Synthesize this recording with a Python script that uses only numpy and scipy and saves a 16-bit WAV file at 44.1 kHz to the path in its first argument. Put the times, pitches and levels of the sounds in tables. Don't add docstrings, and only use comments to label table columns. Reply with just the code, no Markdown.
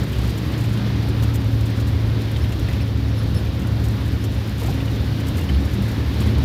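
import sys
import numpy as np
from scipy import signal
from scipy.fft import rfft, irfft
from scipy.io import wavfile
from scipy.ndimage import uniform_filter1d

SR = 44100
rng = np.random.default_rng(int(sys.argv[2]) if len(sys.argv) > 2 else 0)


def wav_record(signal):
    frames = np.transpose(np.atleast_2d(signal))
    bounded = np.clip(frames, -1, 1)
    quanta = np.round(bounded * 32767).astype(np.int16)
    wavfile.write(sys.argv[1], SR, quanta)


def level_to_linear(level):
    exponent = np.asarray(level, float) / 20
    return 10 ** exponent


N = 284004
TIME = np.arange(N) / SR

# time_s, firing_hz, firing_rms_db
ENGINE = [(0.0, 114.9, -26.5), (0.45, 113.8, -27.5), (.7, 113.7, -22.5), (.93, 112.6, -23),
          (1.1, 112.2, -20.5), (1.5, 111, -20.5), (2.0, 110, -21), (2.9, 109, -22.5), (3.4, 108.4, -24.5),
          (3.55, 108.1, -30), (3.75, 109.4, -19.5), (4.0, 109, -24.5), (4.5, 109.5, -26.5),
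          (5.1, 109.4, -23.5), (5.6, 110.7, -30), (5.75, 110.9, -25.5), (6.0, 111.1, -24.5),
          (6.44, 111.7, -23)]
# turns_per_crank_turn, rms_db at mean load, gain_db per dB of load,
# loss_db per squared Hz off the frame resonance
MAIN_ORDERS = [(5, -36.5, -0.1, -0.1), (10, -38.5, 0.16, 0.3), (3, -32, 0, 0.5)]
# turns_per_crank_turn, rms_db
WEAK_ORDERS = [(6, -45), (7, -47), (8, -45), (13, -51), (15, -58), (17, -62), (20, -54), (22.7, -62)]
MEAN_LOAD_DB, FRAME_FIRING_HZ = -24, 110

# centre_s, rms_db, half_length_s, ring_hz
SHOCKS = [(0.05, -25, .07, 65.9), (.27, -24.5, 0.092, 65.5), (.45, -27, 0.056, 70.4), (.68, -36, .08, 69.4),
          (.97, -26, 0.056, 72.2), (1.08, -22, 0.046, 74.35), (1.25, -22, .06, 73.5),
          (1.42, -26, .06, 71.8), (1.52, -23, 0.037, 69.7), (1.63, -21, 0.05, 73.8),
          (1.85, -23, 0.077, 71.7), (2.0, -26, 0.064, 78), (2.15, -26, 0.061, 74.05),
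          (2.42, -20, 0.052, 70.2), (2.56, -24.5, 0.062, 74.15), (2.68, -27, .04, 70),
          (2.79, -23, 0.05, 68), (2.96, -22, 0.037, 69.9), (3.05, -21, 0.053, 69),
          (3.3, -21.5, 0.052, 68.6), (3.43, -23.5, .05, 70), (3.56, -36, .04, 68),
          (3.84, -22, 0.041, 72.26), (3.98, -27, .06, 66), (4.13, -25, 0.072, 67), (4.35, -24, .05, 71),
          (4.55, -27, .05, 72.7), (4.68, -24, .05, 66), (4.8, -27.5, .05, 67.6), (4.93, -28, .05, 70.5),
          (5.06, -23, 0.059, 68), (5.18, -30, 0.043, 68), (5.33, -31, .05, 71.8), (5.57, -16, .06, 69.2),
          (5.7, -23, .04, 74), (5.85, -26, .06, 69.94), (5.98, -27, .04, 72.14), (6.1, -22, 0.066, 70.9),
          (6.2, -26, .04, 72.03), (6.42, -18, 0.049, 72)]
# frequency_hz, density_db per Hz
BODY_HUMP = [(30, -24), (50, -11.5), (60, 1.5), (70, -9.5), (84, -5), (100, -2.5), (130, -63)]
# centre_s, rms_db, half_length_s, ring_hz
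SWELLS = [(0.603, -44, .08, 329), (1.51, -31, 0.056, 272), (2.9, -37, 0.16, 267.2),
          (3.302, -31.5, 0.067, 168), (3.37, -32.5, 0.053, 215.2), (3.8, -38.5, 0.085, 270),
          (4.499, -34.5, .07, 212), (5.301, -31.5, 0.067, 221.7), (5.503, -34, 0.0793, 189.4),
          (5.72, -31.5, 0.11, 200), (6.149, -41, .07, 274.7), (6.267, -32, 0.083, 212), (.8, -40, .1, 200),
          (2.0, -27, .06, 86), (3.3, -44.5, 0.17, 500), (4.76, -37.5, 0.15, 270), (5.363, -23, .05, 84),
          (6.28, -18.5, 0.033, 83)]

# start_s, peak_db, ring_hz
KNOCKS = [(0.0307, -30, 1340), (0.1017, -43, 1510), (0.125, -40, 1170), (0.234, -29, 1220),
          (0.4464, -38, 1300), (1.2212, -28, 1110), (1.43, -34, 1173), (1.4731, -37, 1135),
          (2.1199, -34, 1276), (2.5235, -35, 1697), (2.686, -25.5, 2007), (2.863, -46, 1694),
          (3.6454, -31, 1405), (4.2407, -37, 1180), (4.521, -33, 1640), (5.3843, -24.5, 2040),
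          (5.492, -26, 1760), (5.5686, -35, 1597), (5.678, -29, 2145), (5.881, -30, 1630),
          (6.1417, -35, 1437), (6.2106, -28, 1119)]
# start_s, peak_db, ring_hz
TAPS = [(0.1306, -28, 3110), (0.3834, -33, 3240), (0.5364, -29, 3360), (0.6402, -29, 2410),
        (0.7721, -29, 3070), (0.8579, -37, 3030), (0.9542, -38, 2670), (1.0276, -35, 3490),
        (1.2324, -29, 3100), (1.6661, -33, 3610), (1.9714, -43, 2750), (2.2109, -34, 2820),
        (2.2843, -35, 3090), (2.361, -28, 3150), (2.44, -29, 3170), (2.5212, -26.5, 2790),
        (2.7337, -29, 2833), (2.804, -27.5, 2820), (2.8773, -30.5, 3100), (3.468, -32, 3080),
        (3.5428, -40, 3152), (3.619, -36, 2790), (3.8374, -33, 2900), (4.364, -37, 3600),
        (4.4513, -38, 2620), (4.7249, -29, 2790), (4.804, -26, 2813), (4.8781, -29, 2880),
        (4.9589, -34, 3170), (5.037, -34, 2980), (5.2025, -31, 2400), (5.4179, -30, 2810),
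        (5.489, -25, 3060), (5.5448, -32, 3090), (6.0614, -35, 2480), (6.1402, -34, 3015),
        (6.216, -28, 2730), (6.352, -31, 3036)]
# start_s, peak_db, ring_hz, t60_s
THUDS = [
    (1.29, -31, 1296, 0.1),
    (2.38, -35, 1106, .1),
    (4.62, -26, 450, .06),
    (4.65, -23, 200, .1),
    (4.703, -19, 150, .1),
    (4.618, -28, 805, .06),
    (4.645, -29, 800, .05),
    (4.68, -23, 383, 0.06),
    (4.681, -26, 800, .06),
]

# start_s, chatter_rms_db, chatter_length_s, click_db
TICKS = [(0.121, -48, .013, -42), (0.295, -46, .012, -39), (0.376, -46, 0.011, -39),
         (0.578, -49, .021, -44), (0.606, -47, .012, -37), (0.638, -48, .024, -37),
         (0.729, -48.5, .014, -40), (1.087, -49, .005, -36), (1.225, -43, 0.018, -36),
         (1.34, -43, 0.025, -36), (1.657, -48, 0.014, -40), (1.799, -48, 0.011, -40),
         (1.87, -49, 0.027, -45), (2.385, -50, .01, -42), (2.686, -50, 0.016, -43),
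         (3.841, -47.5, 0.026, -39), (3.885, -49, 0.0057, -32), (4.056, -50.5, 0.015, -40),
         (4.079, -53, .006, -35), (4.241, -45.5, .01, -32), (4.597, -46, .022, -38),
         (4.63, -46, 0.021, -38), (4.657, -46.5, 0.022, -40), (4.694, -48, .019, -42),
         (5.268, -46, 0.027, -38), (5.371, -46, .028, -38), (5.736, -48, 0.011, -34),
         (5.88, -48, 0.023, -38), (6.205, -48, 0.027, -27), (6.261, -50, 0.02, -44),
         (5.288, -52, .006, -36), (5.914, -50, .006, -35), (2.52, -49, .014, -39), (2.594, -50, .007, -38),
         (5.2, -50, .012, -41), (4.855, -50, .011, -42)]
# start_s, peak_db, chatter_length_s
RATTLES = [(0.034, -31.5, 0.008), (0.0837, -39, 0.008), (0.158, -36, 0.008), (0.185, -32, 0.0067),
           (0.2139, -34, 0.008), (0.2344, -33, 0.008), (0.25, -35, 0.008), (0.2718, -33, 0.008),
           (0.5182, -38, 0.008), (0.6894, -36, 0.008), (0.7734, -37, 0.0073), (1.02, -45, 0.008),
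           (1.413, -41, 0.008), (1.4426, -38, 0.008), (1.6067, -35, 0.0075), (1.7, -36, 0.008),
           (1.77, -37, 0.008), (2.216, -38, 0.008), (2.3117, -34, 0.0087), (2.368, -34, 0.008),
           (2.44, -37, 0.008), (2.4902, -39, 0.008), (2.613, -45, 0.0087), (2.7262, -36, 0.008),
           (2.808, -37, 0.0081), (2.9744, -40, 0.0088), (3.2301, -39, 0.0084), (3.2734, -40, 0.008),
           (3.343, -36, 0.008), (3.384, -36, 0.0086), (3.3996, -40, 0.008), (3.4494, -42, 0.008),
           (3.5952, -37, 0.0074), (3.6174, -36, 0.008), (3.6706, -35, 0.008), (3.7973, -39, 0.0074),
           (3.909, -39, 0.008), (3.999, -49, 0.008), (4.1187, -37, 0.0085), (4.1315, -43, 0.008),
           (4.316, -36, 0.0074), (4.3454, -38, 0.008), (4.471, -38, 0.0081), (4.492, -37, 0.0074),
           (4.579, -35, 0.008), (4.7394, -34, 0.008), (4.8084, -39, 0.008), (4.9064, -42, 0.0074),
           (4.9554, -39, 0.008), (5.356, -40, 0.0072), (5.409, -32, 0.008), (5.436, -35, 0.008),
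           (5.4915, -35, 0.0083), (5.6516, -37, 0.008), (5.8207, -33, 0.008), (6.0864, -43, 0.0077),
           (6.139, -37, 0.008), (6.3804, -35, 0.0078)]
# frequency_hz, level_db, t60_s
TRIM_MODES = [(7150, -3, .07), (8100, -6, .05), (8600, -8, .05), (9700, -7, .05), (10700, -8, .05),
              (12500, -4, .06), (13650, -3, .05), (14200, -7, .04)]
# frequency_hz, gain_db
TICK_COLOUR = [(1200, -30), (2500, -6), (5000, -1), (7500, -1), (11000, -2), (14000, 1),
               (14900, -3), (15400, -9), (16500, -20)]

# start_s, length_s, pitch_hz, rms_db, octave_rms_db
SQUEAKS = [
    (2.805, 0.035, 5370, -51, -59),
    (3.174, 0.036, 5370, -53, -53),
    (3.215, 0.018, 5380, -62, -61),
    (3.342, 0.0462, 5310, -46, -51),
    (2.41, 0.035, 5370, -52, -62),
    (4.375, .02, 5300, -60, -58),
    (4.215, 0.023, 5370, -53, -59),
    (5.454, 0.0293, 5260, -58, -57.5),
    (5.535, 0.024, 5280, -56, -56),
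    (6.234, 0.023, 5320, -56, -58),
]

# time_s, wind_rms_db
RIDE = [(0.0, -33), (0.05, -37), (0.2, -36), (1.92, -37.5), (2.73, -37), (2.92, -38.5), (4.46, -37),
        (4.55, -38.5), (4.68, -35), (4.75, -36.5), (6.13, -36), (6.3, -33.5), (6.33, -36.5), (6.44, -35)]
MEAN_RIDE_DB = -38
# frequency_hz, density_db per Hz
RUMBLE = [(22, -46), (35, -36), (55, -3.5), (75, -1.5), (110, 0.5), (150, -4.5), (215, -5.5), (250, -7),
          (330, -10.5), (450, -16.5), (700, -26.5), (1100, -31.5), (2000, -34.5)]
# frequency_hz, width_hz, level_db
FLOOR_MODES = [(117.2, 3.3, -1.5), (181.4, 14, -6), (197.9, 3.3, 1.5), (213.2, 4.9, -3),
               (270.8, 10.5, -4.5), (312.8, 9.2, -4), (358, 7.5, -12.5), (418, 11, -18), (478, 6.9, -13.5),
               (537, 11, -13.5), (629, 19, -18)]
# frequency_hz, density_db per Hz
WIND = [(290, -15), (500, -3), (668, -5), (1140, -7), (1260, -8.5), (1750, -7.5), (2630, -9.5), (3720, -9),
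        (4860, -14), (8000, -35.5), (10400, -52), (17600, -120)]
# frequency_hz, density_db per Hz
BUZZ = [(3500, -7.5), (5500, -0.5), (7800, -12.5), (10000, -9.5), (12000, -8), (13800, -8.5), (14700, -7.5),
        (15200, -12), (15600, -18), (16000, -22)]


def unit(x):
    return x / np.sqrt(np.mean(x ** 2))


def columns(table):
    s, *values = np.transpose(table)
    return [np.interp(TIME, s, v) for v in values]


def walk(rate):
    k = int(SR / rate)
    held = np.repeat(rng.standard_normal(N // k + 1), k)[:N]
    return unit(uniform_filter1d(uniform_filter1d(held, k), k))


def tone(hz):
    return np.sqrt(2) * np.sin(2 * np.pi * np.cumsum(hz) / SR)


def coloured(x, points):
    hz, db = np.transpose(points)
    f = np.arange(N // 2 + 1) * SR / N + 1
    gain_db = np.interp(np.log(f), np.log(hz), db, left=-120, right=-120)
    return irfft(rfft(x) * level_to_linear(gain_db), N)


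def patchy(points, lo_hz, hi_hz, shared_db, own_db, rate):
    spectrum = rfft(coloured(rng.standard_normal(N), points))
    octave = np.log2(np.arange(N // 2 + 1) * SR / N + 1)
    shared = shared_db * walk(rate)
    out = 0
    for centre in np.arange(np.log2(lo_hz), np.log2(hi_hz), .5):
        band = irfft(spectrum * np.clip(1 - 2 * abs(octave - centre), 0, 1), N)
        out = out + band * level_to_linear(shared + own_db * walk(rate))
    return unit(out)


def resonant(x, modes):
    f = np.arange(N // 2 + 1) * SR / N
    gain = sum(level_to_linear(db) / (1 + ((f - hz) / width) ** 2) for hz, width, db in modes)
    return unit(irfft(rfft(x) * gain, N))


def ring(t, hz, t60):
    return np.sin(2 * np.pi * hz * t) * level_to_linear(-60 * t / t60)


def add(out, s, sound):
    i = int(s * SR)
    out[i:i + len(sound)] += sound[:N - i]


def engine():
    firing_hz, firing_db = columns(ENGINE)
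    crank = 2 * np.pi * np.cumsum(firing_hz) / SR / 4
    load = firing_db - MEAN_LOAD_DB
    off_resonance = firing_hz - FRAME_FIRING_HZ
    orders = [(4, firing_db, 1.0)]
    for order, db, per_db, per_hz in MAIN_ORDERS:
        orders.append((order, db + per_db * load - per_hz * off_resonance ** 2, 1.8))
    orders += [(order, db, 1.8) for order, db in WEAK_ORDERS]
    out = 0
    for order, db, waver_db in orders:
        level = level_to_linear(db + waver_db * walk(11))
        out = out + level * np.sin(order * crank + rng.uniform(0, 2 * np.pi) + .2 * walk(7))
    return np.sqrt(2) * out


def body_boom():
    power = level_to_linear(2 * -37)
    for s, db, half, _ in SHOCKS:
        power = power + level_to_linear(2 * db) * np.exp(-((TIME - s) / half) ** 2)
    boom_db = 10 * np.log10(power)
    ring_hz = columns(SHOCKS)[-1]
    mode = tone(ring_hz + 0.78 * walk(10)) * level_to_linear(0.6 * walk(9.9))
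    hump = unit(coloured(rng.standard_normal(N), BODY_HUMP))
    hump_db = -30.5 + 0.5 * (boom_db + 26)
    return level_to_linear(boom_db - 1.0) * mode + level_to_linear(hump_db) * hump


def floor_swells():
    out = 0
    for s, db, half, hz in SWELLS:
        swell = np.exp(-.5 * ((TIME - s) / half) ** 2)
        out = out + level_to_linear(db) * swell * tone(hz + 2.98 * walk(15))
    return out


def knock(peak_db, t, hz, t60, contact_s):
    rings = ring(t, hz, t60)
    for ratio in rng.uniform(.8, 1.25, 9):
        rings = rings + .45 * ring(t, hz * ratio, .5 * t60)
    n = SR // 30
    contact = rng.standard_normal(n) * np.exp(-TIME[:n] / contact_s)
    sound = signal.fftconvolve(rings, contact)[:len(t)]
    return level_to_linear(peak_db) * sound / abs(sound).max()


def knocks():
    out, t = np.zeros(N), TIME[:SR // 4]
    for s, db, hz in KNOCKS:
        add(out, s, knock(db - 3.0, t, hz, t60=.05, contact_s=0.015))
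    for s, db, hz in TAPS:
        add(out, s, knock(db - .5, t, hz, t60=.035, contact_s=0.0087))
    for s, db, hz, t60 in THUDS:
        add(out, s, knock(db, t, hz, t60, contact_s=0.013))
    return out


def rattles():
    return [(s, db - 14.5, length, db - 8) for s, db, length in RATTLES]


def trim_body(t):
    colour = rng.standard_normal((len(TRIM_MODES), 2))
    body = 0
    for (hz, db, t60), (level, pitch) in zip(TRIM_MODES, colour):
        body = body + level_to_linear(db + 2 * level) * ring(t, hz * (1 + .01 * pitch), .5 * t60)
    return body


def ticks():
    out, t = np.zeros(N), TIME[:SR // 10]
    n = len(t)
    for s, chatter_db, length, click_db in TICKS + rattles():
        grit_db = 3.0 * rng.standard_normal(n // 64 + 1).repeat(64)[:n]
        grit = unit(rng.standard_normal(n) * level_to_linear(grit_db))
        click = rng.standard_normal(n) * np.exp(-t / 0.00044)
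        click *= level_to_linear(click_db + 14) / np.sqrt(np.sum(click ** 2))
        fade = level_to_linear(-60 * np.maximum(t - 0.77 * length, 0) / 0.055)
        touch = click + level_to_linear(chatter_db + 5.5) * grit * fade
        ringing = signal.fftconvolve(touch, trim_body(t))[:n]
        add(out, s, touch + level_to_linear(-30) * ringing)
    return coloured(out, TICK_COLOUR)


def squeaks():
    out = np.zeros(N)
    stutter = level_to_linear(3.5 + 3 * walk(180))
    wobble = 1 + .006 * walk(220)
    for s, length, hz, db, octave_db in SQUEAKS:
        i, n = int(s * SR), int(length * SR)
        fall = 0.47 * (TIME[:n] - length / 2)
        phase = 2 * np.pi * hz * np.cumsum(wobble[i:i + n] - fall) / SR
        voice = level_to_linear(db) * np.sin(phase) + level_to_linear(octave_db) * np.sin(2 * phase)
        add(out, s, np.sqrt(2) * np.hanning(n) ** .5 * stutter[i:i + n] * voice)
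    return out


def floor_rumble():
    wind_db, = columns(RIDE)
    rumble_db = -29 + 0.62 * (wind_db - MEAN_RIDE_DB) + 0.75 * walk(5.7)
    panels = 0
    for hz, width, db in FLOOR_MODES:
        panel = resonant(rng.standard_normal(N), [(hz, width / 2, 0)])
        panels = panels + level_to_linear(db + 1.66 * walk(4.8)) * panel
    floor = patchy(RUMBLE, 14.8, 2500, shared_db=0.17, own_db=0.37, rate=9)
    return level_to_linear(rumble_db + 2.0) * (floor + level_to_linear(-8.5) * unit(panels))


def wind():
    wind_db, = columns(RIDE)
    return level_to_linear(wind_db - 0.73) * patchy(WIND, 384, 10000, shared_db=0.45, own_db=0.74, rate=12)


def trim_buzz():
    wind_db, = columns(RIDE)
    buzz_db = -52 + 0.82 * (wind_db - MEAN_RIDE_DB)
    buzz = patchy(BUZZ, 3500, 20000, shared_db=1.1, own_db=.5, rate=45)
    hum = resonant(buzz, [(hz, 85., db) for hz, db, _ in TRIM_MODES])
    return level_to_linear(buzz_db - .5) * (buzz + level_to_linear(-12.5) * hum)


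def monitor_whine():
    return level_to_linear(-77) * np.sqrt(2) * np.sin(2 * np.pi * 15734 * TIME)


def scene():
    struck = knocks() + ticks() + squeaks()
    background = floor_rumble() + wind() + trim_buzz() + monitor_whine()
    return (engine() + body_boom() + floor_swells() + struck + background)[None]


def roll_off(x):
    return signal.sosfilt(signal.butter(12, 15760, fs=SR, output="sos"), x)


def record(dry):
    return roll_off(dry)


dry = scene()
out = record(dry)
wav_record(out)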